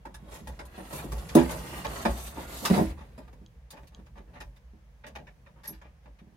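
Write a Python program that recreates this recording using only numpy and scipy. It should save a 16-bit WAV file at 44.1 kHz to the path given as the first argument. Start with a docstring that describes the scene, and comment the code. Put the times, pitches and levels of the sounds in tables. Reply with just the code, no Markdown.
"""Hands work on a valve inside an open wall boiler: fingers and a tool click and scrape on brass fittings.
Each touch is shaped noise in six registers; casing, control box and small parts ring as decaying sines.
As the worker leans in, a shirt rustles and zips over an edge, made of rippled noise and thin whistles.
The casing takes hollow knocks and a clatter, and late on a small metal part gives one bright ping.
Soft bumping, a low rumble and the still air of a small hard-walled room are steady colours of noise."""
import sys
import numpy as np
from scipy import signal
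from scipy.fft import rfft, irfft, next_fast_len
from scipy.io import wavfile

SR = 44100
rng = np.random.default_rng(int(sys.argv[2]) if len(sys.argv) > 2 else 0)


def pcm_store(signal):
    """Save signal as 16-bit PCM."""
    levels = np.round(np.clip(np.atleast_2d(signal), -1, 1) * 32767)
    wavfile.write(sys.argv[1], SR, levels.astype(np.int16).T)


N = 280476   # length in samples
TIME = np.arange(N) / SR   # seconds
LOW_CUT_HZ, TOP_CUT_HZ = 28.6, 15850

# the six registers of a touch, thud to tick; rise and ring times are later scaled by the manner of the touch:
# [low_hz, high_hz, rise_s, ring_s (fall by 60 dB), relative_db, weight_share, hardness_share, clank_share]
TOUCH_REGISTERS = [(151, 390, 0.0035, 0.34, -0.5, 1, 0.066, 0.083),
                   (413, 740, 0.0097, 0.21, -1, 0.59, 0.012, 0.054),
                   (850, 1460, 0.0021, .19, -2, 0.094, 0.036, 0.89),
                   (1440, 3000, 0.0035, 0.14, -5, 0, 0.013, 0.017),
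                   (2726, 6050, 0.0016, 0.15, -3, 0.028, 0.61, 0),
                   (7100, 16000, 0.004, 0.11, -1.5, 0.23, 1, 0.06)]
# how fast the shirt slides as the worker leans in and back: [time_s, speed_db (0 is a steady slide)]
SHIRT_SPEED = [(0.0, -27), (0.4, -8), (0.55, -12), (0.74, -13), (0.8, -6), (0.92, -4.5), (1.22, -2),
               (1.5, 1.5), (1.72, 0), (2.0, -0.5), (2.16, 0.5), (2.44, -2), (2.77, 6), (2.86, 0.5),
               (2.95, -16), (3.12, -19), (3.5, -28)]


def from_db(db):
    """Decibels to gain."""
    return 10 ** (np.asarray(db) / 20)


def rms_one(x):
    """Scale to unit rms."""
    return x / np.sqrt(np.mean(x ** 2) + 1e-20)


def in_time(rows):
    """Each column of a curve, joined by straight lines, at every sample."""
    s, *columns = np.transpose(rows)
    return [np.interp(TIME, s, column) for column in columns]


def at_hz(points, hz):
    """Read a table of (Hz, value) on a log-frequency axis."""
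    table_hz, values = np.array(points).T
    return np.interp(np.log(hz + 1), np.log(table_hz), values)


def drift(per_s):
    """Random wandering: values of spread 1, so many a second, joined by straight lines."""
    knots = rng.standard_normal(4096)
    return np.interp(TIME * per_s, np.arange(len(knots)), knots)


def ripple(depth_db, density):
    """Random peaks and gaps across frequency, as a function of Hz: the many modes of one spot."""
    knots = rng.standard_normal(1024)

    def gain_at(hz):
        place = density * np.log1p(hz / 400)
        return from_db(depth_db * np.interp(place, np.arange(len(knots)), knots))
    return gain_at


def diffuse(gain_at, size):
    """Stereo noise of a given colour and rms 1; the two sides are alike mainly in the bass."""
    # left-right likeness of the noise: [pitch_hz, correlation (1 is identical)]
    likeness = [(60, .99), (150, 0.95), (280, 0.79), (560, 0.57), (1100, 0.12), (2200, -0.028),
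                (4500, 0.075), (15000, -0.052)]
    hz = np.fft.rfftfreq(size, 1 / SR)
    alike = np.clip(at_hz(likeness, hz), -1, 1)
    mid, side = rfft(rng.standard_normal((2, size)))
    both_sides = np.sqrt(1 + alike) * mid + np.sqrt(1 - alike) * side * [[1], [-1]]
    return rms_one(irfft(gain_at(hz) * both_sides, size))


def noise(spectrum, ripple_db=0):
    """Lasting diffuse noise with a tabled spectrum, rippled by nearby reflections."""
    peaks = ripple(ripple_db, density=35)

    def gain_at(hz):
        return from_db(at_hz(spectrum, hz)) * peaks(hz) * (hz > 15)
    return diffuse(gain_at, next_fast_len(N, True))[:, :N]


def panned(x, pan_db):
    """Lean a sound to the left by so many dB."""
    return x * from_db([[pan_db / 2], [-pan_db / 2]])


def add(track, s, sound):
    """Mix a sound in at a time in seconds."""
    at = int(round(s * SR))
    track[..., at:at + sound.shape[-1]] += sound[..., :N - at]


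def high_passed(x, hz, order):
    """Butterworth high-pass."""
    return signal.sosfilt(signal.butter(order, hz, "high", fs=SR, output="sos"), x)


def low_passed(x, hz, order):
    """Butterworth low-pass."""
    return signal.sosfilt(signal.butter(order, hz, fs=SR, output="sos"), x)


def clicks(rows):
    """One impulse for each (s, dB)."""
    out = np.zeros(N)
    for s, db in rows:
        add(out, s, from_db([db]))
    return out


def blows(rows):
    """Force of a series of blows; a soft contact spreads it in time and leaves mostly the low modes."""
    force = np.zeros(N)
    for s, db, cut_hz in rows:
        push = low_passed(signal.unit_impulse(1024), cut_hz, order=2)
        add(force, s, from_db(db) * push)
    return force


def ring(force, modes):
    """Decaying sines set off by a force: each mode is a two-pole resonator."""
    out = 0
    for hz, db, t60 in modes:
        radius = from_db(-60 / (t60 * SR))
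        angle = 2 * np.pi * hz / SR
        poles = [1, -2 * radius * np.cos(angle), radius * radius]
        out = out + from_db(db) * signal.lfilter([0, np.sin(angle)], poles, force + 1e-18)
    return out


def room(x, wet_db, t60):
    """Direct sound plus the dense reflections of close walls, which start after 2 ms."""
    t = TIME[:16384]
    tail = diffuse(np.ones_like, size=len(t)) * from_db(-60 * t / t60) * (t > .002)
    tail = rms_one(tail) / np.sqrt(len(t))
    return x + from_db(wet_db) * signal.fftconvolve(np.atleast_2d(x), tail, axes=1)[:, :N]


def air():
    """The still air of the room: steady, faint noise."""
    # its colour: [pitch_hz, relative_db per Hz]
    air_colour = [(88, -25.5), (150, -1.5), (361, -26), (566, -13.5), (662, -17), (888, -17), (1420, -23.5),
                  (1690, -20), (4240, -32.5), (6510, -33), (7320, -41), (11700, -40.5), (16000, -72.5)]
    return from_db(-66) * noise(air_colour)


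def shifting(rumble_db, rumble_follows, bump_db, uneven_db):
    """Shifting weight bumps softly on the casing and stirs the room's lowest modes, more so at each heave."""
    # how much the body moves against floor and casing, as the level of its soft bumping: [time_s, effort_db]
    effort_curve = [(0.0, -62.5), (0.39, -54), (0.85, -61), (1.03, -48), (1.47, -45.5), (2.48, -54),
                    (2.78, -52.5), (2.96, -54), (3.4, -59.5), (3.52, -62), (3.77, -76), (3.91, -62.5),
                    (4.41, -60), (4.76, -68), (4.99, -65), (5.23, -60), (6.15, -69.5), (6.36, -65)]
    # heavier shifts of weight, each a short swell of rumble: [peak_s, level_db]
    heave_times = [(.5, -44), (1.151, -36.5), (1.93, -47), (2.12, -32.5), (2.91, -40.5), (3.82, -47),
                   (4.46, -51)]
    # colour of the rumble: [pitch_hz, relative_db per Hz]
    rumble_colour = [(20, -34), (30, -9), (40, -15), (50, 8.5), (59, 6.5), (70, 6.5), (85, -16),
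                     (105, -14.5), (130, -5.5), (180, -49.5)]
    # colour of the bumping: [pitch_hz, relative_db per Hz]
    bumping_colour = [(59, -40.5), (100, 1.5), (161, 5), (189, 3), (284, -19), (324, -14), (413, -14),
                      (480, -5), (620, -34), (1060, -120)]
    heave_half_length_s = 0.045

    effort_db, = in_time(effort_curve)
    heaves = sum(from_db(db) * np.exp(-((TIME - s) / heave_half_length_s) ** 2) for s, db in heave_times)
    rumble = from_db(rumble_db + rumble_follows * (effort_db - effort_db.mean())) + heaves
    bumping = from_db(effort_db + bump_db + uneven_db * drift(13))
    return panned(rumble * noise(rumble_colour) + bumping * noise(bumping_colour), pan_db=-1.0)


def zips():
    """The sleeve's threads cross an edge almost evenly: a narrow, unsteady whistle that sinks as it slows."""
    # zips of the weave: [start_s, length_s, relative_db, starting_pitch_hz]
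    zip_rows = [(0.595, 0.084, -69, 8800), (0.758, 0.082, -56, 9540), (0.82, 0.08, -60, 9380)]
    sag_hz_per_s, unevenness_per_s = 5650, 280
    out = np.zeros((2, N))
    for s, length, db, hz in zip_rows:
        t = TIME[:int(length * SR)]
        phase = 2 * np.pi * (hz * t - sag_hz_per_s * t ** 2 / 2)
        uneven = np.array([drift(unevenness_per_s)[:len(t)] for side in range(2)])
        swell = np.sin(np.pi * t / length)
        add(out, s, from_db(db) * swell * uneven * np.sin(phase))
    return out


def passing_noise(spectrum, ripple_db, count=15):
    """Noise from a moving source: its ripple of reflections changes from one position to the next."""
    end_s = SHIRT_SPEED[-1][0]
    position = np.interp(TIME, [0, end_s], [0, count - 1])
    out = 0
    for k in range(count):
        nearness = np.clip(1 - abs(position - k), 0, 1)
        out = out + np.sqrt(nearness) * noise(spectrum, ripple_db)
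    return out


def flickering(x, depth_db, per_s, count=7):
    """Fibres of different sizes catch by turns, so each region of the spectrum flickers by itself."""
    hz = np.fft.rfftfreq(N, 1 / SR)
    place = np.interp(np.sqrt(hz), np.sqrt([1000, TOP_CUT_HZ]), [0, count - 1])
    spectrum = rfft(x)
    out = 0
    for k in range(count):
        region = irfft(spectrum * np.clip(1 - abs(place - k), 0, 1), N)
        out = out + region * from_db(depth_db * drift(per_s))
    return out


def shirt(rub_db, hiss_db, hiss_growth, grain_db, grain_per_s, sway_db, catch_db):
    """Cloth slides close by: hiss grows faster with speed than rub; fibres roughen both, folds catch in the rub."""
    # quicker brushes of the sleeve: [peak_s, extra_hiss_db, extra_rub_db, half_length_s]
    brushes = [(0.354, 9, 4.5, 0.039), (0.97, 13.5, 3.5, 0.056), (1.954, 5.5, 5, 0.065),
               (2.22, 4, -3.5, 0.057), (2.284, 7, -2, 0.033), (2.61, 4.5, -2, 0.084),
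               (2.748, 2, 7.5, 0.036), (2.918, 2.5, 6.5, 0.02)]
    # colour of the low rub: [pitch_hz, relative_db per Hz]
    rub_colour = [(150, -12.5), (250, -0.5), (364, -6.5), (579, -4.5), (792, -5.5), (1010, -6),
                  (1560, -12.5), (1880, -12), (5000, -24), (6500, -56), (11000, -120)]
    # colour of the high hiss: [pitch_hz, relative_db per Hz]
    hiss_colour = [(1470, -21), (2500, -7.5), (3920, -6), (5030, -7), (6450, -4), (9960, -5), (11800, -4),
                   (13200, -7), (15200, -13.5), (16000, -15.5)]

    speed_db, = in_time(SHIRT_SPEED)
    rub_level = rub_db + speed_db + catch_db * drift(63)
    hiss_level = hiss_db + hiss_growth * speed_db
    for s, more_hiss_db, more_rub_db, half_length in brushes:
        swell = np.exp(-((TIME - s) / half_length) ** 2)
        rub_level = rub_level + more_rub_db * swell
        hiss_level = hiss_level + more_hiss_db * swell
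    rub = from_db(rub_level) * passing_noise(rub_colour, ripple_db=4.5)
    hiss = from_db(hiss_level) * passing_noise(hiss_colour, ripple_db=4.0)
    cloth = flickering(rub + hiss, depth_db=2.2, per_s=110)
    moving = np.interp(TIME, [3.3, 3.7], [1, 0])   # the cloth falls silent
    roughness = from_db(grain_db * drift(grain_per_s) + sway_db * drift(25.13))
    return panned(cloth * moving * roughness, pan_db=-1.0)


def small_parts():
    """Dry snaps, a bouncing tool and a springing metal part ring briefly; all are too small to give any bass."""
    # tiny dry snaps: [start_s, relative_db]
    snap_times = [(.6555, -62), (1.868, -41), (3.4625, -56.5), (3.9475, -51.5)]
    # their modes: [pitch_hz, relative_db, ring_s (fall by 60 dB)]
    snap_modes = [(3300, 7, 0.013), (3930, 6.5, .006), (4580, 6, 0.0038), (6340, 6.5, 0.0069)]
    # the steel tool strikes a fitting and bounces: [start_s, relative_db]
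    clink_times = [(2.6515, -35), (2.6595, -39.5)]
    # modes of the tool: [pitch_hz, relative_db, ring_s (fall by 60 dB)]
    tool_modes = [(1035, -3.5, 0.07), (1155, 1.5, 0.12), (1224, -1.5, 0.12), (1510, -11, .15),
                  (2640, -9, .11), (2842, -10.5, .16), (3880, -10, .18), (3980, -10, .2), (3950, -13, 0.32),
                  (5360, -15, 0.16), (5260, -15.5, .17), (6430, -22, 0.14)]
    # a small metal part springs free; three touches in quick succession: [start_s, relative_db]
    ping_times = [(5.6745, -47), (5.6778, -37.5), (5.6825, -46)]
    # modes of that part: [pitch_hz, relative_db, ring_s (fall by 60 dB)]
    ping_modes = [(5450, -23, 0.066), (5360, -16, .07), (6000, -12, 0.063), (6200, -22, 0.054),
                  (6470, -11, 0.06), (10440, -9, 0.068), (10900, -14, .06), (11140, -6, 0.07),
                  (11440, 1, 0.085), (11500, -1, .07), (11680, -8, .05), (12030, -12, .05),
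                  (12462, -12, 0.064), (12736, -5, 0.055), (13000, -14, .05), (13300, -10, .05)]

    snaps = room(ring(clicks(snap_times), snap_modes), wet_db=-11, t60=0.15)
    snaps = low_passed(high_passed(snaps, hz=2870, order=8), hz=7700, order=8)
    clink = room(ring(clicks(clink_times), tool_modes), wet_db=3, t60=0.11)
    clink = high_passed(clink, hz=850, order=4)
    ping = room(ring(clicks(ping_times), ping_modes), wet_db=2.5, t60=0.1)
    ping = low_passed(high_passed(ping, hz=4530, order=2), hz=13400, order=10)
    return snaps + clink + panned(ping, pan_db=-3.0)


def booms():
    """A low note swells and dies after each heavy bump."""
    # the note depends on where the weight lands: [start_s, relative_db, pitch_hz]
    boom_rows = [(1.127, -25.5, 67.4), (1.37, -26, 65), (2.089, -24, 60.2), (2.821, -26, 75.1)]
    swell_s, t60_s = 0.03, 0.5
    out, t = np.zeros(N), TIME[:SR]
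    envelope = (1 - np.exp(-t / swell_s)) * from_db(-60 * t / t60_s)
    for s, db, hz in boom_rows:
        add(out, s, from_db(db) * envelope * np.sin(2 * np.pi * hz * t))
    return out


def radiated(force, modes, lag_s):
    """Near the wall each mode reaches the two sides at unequal levels, the left one a little late."""
    left, right = sum(panned(ring(force, [mode]), pan_db) for *mode, pan_db in modes)
    return np.array([np.interp(TIME - lag_s, TIME, left), right])


def knocks():
    """Casing and plastic control box ring hollowly when struck, with deep booms beneath."""
    # blows on the steel casing: [start_s, relative_db, softness_hz (cut-off; lower is softer)]
    casing_blows = [(1.353, -15.5, 805), (1.3569, -6, 415), (1.3687, -12, 267), (1.3779, -34, 1515),
                    (2.0515, -30.5, 1500)]
    # modes of the casing panel: [pitch_hz, relative_db, ring_s (fall by 60 dB), left_over_right_db]
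    casing_modes = [(164.3, -17, 0.54, 1.5), (177, -23, 0.49, -2), (230, -10, .18, -2.5),
                    (250, -10.5, 0.26, -9), (336.5, 0.7, .21, -2.5), (398.5, -5, 0.15, 1),
                    (473, -10.6, 0.09, 5.5), (594, -6, 0.27, -3.5), (603, -1.7, .2, 0), (696, -14, 0.24, 4),
                    (816, -15, .19, 5), (897, -8, .17, 4), (988, -12.5, .19, -3.5), (1115, -4.5, 0.22, 0),
                    (1188, -17.5, .22, 0)]
    # bumps on the fold-down control box: [start_s, relative_db, softness_hz (cut-off; lower is softer)]
    box_bumps = [(.226, -45.5, 219), (.412, -44, 219), (.7795, -46, 1000), (2.0595, -33.5, 1110),
                 (2.7012, -28.5, 700), (2.706, -17.5, 166), (2.7105, -15.5, 190), (2.7402, -34, 980),
                 (2.7652, -36, 1150), (2.7784, -25.5, 940), (2.7896, -25.5, 694), (2.8119, -23.5, 540),
                 (3.415, -51, 316), (3.989, -49, 260), (4.197, -53.5, 302), (4.735, -53.5, 330),
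                 (5.684, -51, 380), (5.709, -48, 398), (6.216, -50, 247), (6.27, -53.5, 253),
                 (6.325, -58, 250)]
    # modes of the control box: [pitch_hz, relative_db, ring_s (fall by 60 dB), left_over_right_db]
    box_modes = [(191.4, -2, 0.26, -3), (226.8, 2.5, 0.094, -2.5), (277, -14, 0.41, -0.5),
                 (322, -5.5, 0.27, -3), (387.5, -4.8, 0.11, -10), (427, -4.5, 0.061, 12),
                 (551, -4.5, 0.21, 8), (623, -4, 0.13, -1), (729, 1.5, 0.078, 2), (830, -5, 0.088, -4),
                 (914, -1, .14, -3), (996, -3.5, 0.24, 6)]

    casing = room(radiated(blows(casing_blows), casing_modes, lag_s=0.0003), wet_db=-10.0, t60=0.12)
    box = room(radiated(blows(box_bumps), box_modes, lag_s=0.00033), wet_db=-5.5, t60=0.12)
    # the panels give little deep bass; the casing's cut also softens its two lowest modes
    return high_passed(casing, hz=185.6, order=3) + high_passed(box, hz=106, order=2) + booms()


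def cavity(hz, low, high, slope_db):
    """Gain of one register: steep edges, a slope per octave and the resonances of pipework and cavity."""
    # resonances that colour every touch: [pitch_hz, width_hz, peak_db]
    resonances = [(347, 100, -3), (572, 75, 10), (735, 20, 8), (878, 90, 14), (985, 24, 11.5),
                  (1127, 55, 8), (1220, 43, 5), (1475, 21, 1.5), (1703, 220, 7), (1900, 110, 6.5),
                  (2227, 58, 1.5), (2410, 140, 6), (2690, 120, 3), (3630, 150, 8.5), (3940, 130, 5.5),
                  (5110, 910, 5), (6530, 590, 7.5), (10530, 4200, 6)]
    hz = hz + 1   # keeps the logarithm finite
    peaks_db = sum(db / (1 + (2 * (hz - centre) / width) ** 2) for centre, width, db in resonances)
    edges = np.sqrt((1 + (low / hz) ** 10) * (1 + (hz / high) ** 10))
    return from_db(peaks_db + slope_db * np.log2(hz / low)) / edges


def register_levels(strength_db, weight_db, hardness_db, clank_db):
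    """Level of each register for one touch: weight, hardness and clank each lift their share."""
    return [strength_db + db + heavy * weight_db + hard * hardness_db + clank * clank_db
            for *_, db, heavy, hard, clank in TOUCH_REGISTERS]


def touch(levels, envelopes, colours):
    """One spot on the fittings sounds in all registers, each a noise with its level and envelope."""
    spot = ripple(depth_db=4.0, density=32)(np.fft.rfftfreq(len(envelopes[0]), 1 / SR))
    sound = 0
    for db, envelope, colour in zip(levels, envelopes, colours):
        grain = diffuse(lambda hz: colour * spot, len(envelope))
        sound = sound + from_db(db) * envelope / envelope.max() * grain
    return sound


def contacts(level_db, slope_db, grit_db, grit_per_s):
    """Noise stands for the thicket of modes a touch excites: it builds up and dies; a scrape keeps feeding it."""
    # touches on fittings and casing; weight brings out the bass, a hard contact the treble,
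    # and sheet metal clanks more than a solid fitting:
    # [start_s, strength_db, weight_db, hardness_db, clank_db], all levels relative
    touches = [(0.052, -50, -1, -14, 8.5), (0.141, -52.5, -23, 4.5, 4), (0.338, -60.5, 0, 5.5, 4),
               (0.471, -48.5, 0, -3, 4), (0.590, -41, -9, -15.5, -0.5), (0.652, -69.5, -4, 15, 15),
               (0.779, -47.5, 3.5, -23, -1), (0.928, -46.5, 4, -4, 4), (0.985, -41.5, -25, -22, -1),
               (1.04, -71.5, 31.5, 10.5, 2), (1.118, -45.5, 1.5, -3, 1), (1.179, -54, -31, 6, -9),
               (1.288, -43.5, -40, -0.5, -8), (1.3497, -34.5, 7, 4, 0), (1.491, -39.5, -5, -18, 2.5),
               (1.508, -44, 2.5, 3, -1), (1.846, -33.5, -8.5, -14, 0.5), (2.0511, -27, -3.5, -16.5, 4),
               (2.37, -49.5, 10, -51, 8), (2.621, -58, 19.5, 1, 2), (2.6506, -28, -32, 4, -0.5),
               (2.6973, -35.5, -1, -10, -1), (3.006, -55, -2.5, -21, 3), (3.177, -53.5, 6, -8.5, 1),
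               (3.276, -61.5, -8, -13, 4), (3.327, -61, 1.5, -11, 1), (3.704, -55, -25, 11.5, -3.5),
               (3.726, -53.5, -0.5, -16.5, -2), (3.768, -51, -8, -19, 1), (3.829, -60.5, -0.5, -20, -8),
               (3.87, -62, -30, 7, -5), (3.99, -64.5, 1, -16, 2), (4.061, -58.5, -18, -13, -0.5),
               (4.176, -54.5, -2, -18, -6), (4.402, -42, -12.5, -11, -6.5), (4.561, -60.5, -26, -4.5, -12),
               (5.037, -43.5, -16, -36, -8), (5.064, -47.5, -8, -8.5, -9), (5.152, -40.5, -11, -18.5, -7),
               (5.19, -55.5, 5.5, -29, -10), (5.268, -48.5, -18, -25, -9), (5.461, -53.5, -12.5, -28, -0.5),
               (5.684, -56.5, -4, -4.5, 2), (5.814, -53, -13, -19.5, 1), (6.056, -58, 0, -27, -0.5),
               (6.187, -57, -18.5, -17.5, -12.5)]
    # a tool or fingernail drags over the fittings, catching as it goes:
    # [start_s, length_s, strength_db, weight_db, hardness_db, clank_db], all levels relative
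    scrapes = [(1.363, 0.033, -31.5, 5, -15, 1.5), (2.746, 0.022, -36, 2.5, -10, 1),
               (2.773, 0.022, -41, 16, -15, 3), (2.972, 0.042, -58.5, -5, -13, 3),
               (3.75, 0.022, -58, -8, -19, 0), (3.918, 0.064, -69, 4, -14, 1.5),
               (4.154, 0.029, -59, 1, -22, 1.5), (4.272, 0.044, -69, 9, -26, -2),
               (4.333, 0.018, -57.5, -5, -19, -1), (4.355, 0.014, -50, -6, -30, -0.5),
               (5.554, 0.057, -69.5, 1.5, -39, 6.5), (5.633, 0.028, -49, -18, -5, -3.5),
               (5.725, 0.014, -54, -18, -11, -8), (5.841, 0.019, -57.5, -4, -34, -2),
               (6.024, 0.03, -69.5, -3, -15, -5)]
    scrape_rise_s, scrape_t60_s, catch_db, catches_per_s = 0.0046, 0.2, 1, 190

    out, t = np.zeros((2, N)), TIME[:12288]
    hz = np.fft.rfftfreq(len(t), 1 / SR)
    colours = [cavity(hz, low, high, slope_db) for low, high, *_ in TOUCH_REGISTERS]
    for s, strength_db, *manner in touches:
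        levels = register_levels(strength_db, *manner)
        # light touches slide on slowly, hard ones strike
        gentle = np.interp(max(levels), [-50, -30], [1.8, .9])
        # the fingers damp the lightest ones
        ring_time = np.interp(strength_db, [-60, -48], [.65, .85])
        envelopes = [(1 - np.exp(-t / (rise * gentle))) * from_db(-60 * t / (t60 * ring_time))
                     for _, _, rise, t60, *_ in TOUCH_REGISTERS]
        add(out, s, touch(levels, envelopes, colours))
    for s, length, *force in scrapes:
        fade = from_db(-60 * np.maximum(t - length, 0) / scrape_t60_s)
        drag = (1 - np.exp(-t / scrape_rise_s)) * fade
        catching = from_db(catch_db * drift(catches_per_s)[:len(t)])
        add(out, s, catching * touch(register_levels(*force), [drag] * len(TOUCH_REGISTERS), colours))
    # the surfaces catch and slip while they touch
    return out * from_db(level_db + grit_db * drift(grit_per_s))


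def scene():
    """Handwork, cloth and body movement over the still air of the room."""
    body = shifting(rumble_db=-50.0, rumble_follows=0.46, bump_db=-0.5, uneven_db=1.5)
    cloth = shirt(rub_db=-45, hiss_db=-51.0, hiss_growth=1.42, grain_db=0.04, grain_per_s=380,
                  sway_db=2.5, catch_db=-0.95)
    fittings = contacts(level_db=1.5, slope_db=-3, grit_db=1.5, grit_per_s=510)
    return air() + body + zips() + cloth + small_parts() + knocks() + fittings


def record(dry):
    """The microphone loses the deepest bass; the top is cut steeply."""
    thinned = high_passed(dry, hz=LOW_CUT_HZ, order=3)
    return signal.sosfilt(signal.ellip(10, .1, 80, TOP_CUT_HZ, fs=SR, output="sos"), thinned)


dry = scene()
out = record(dry)
pcm_store(out)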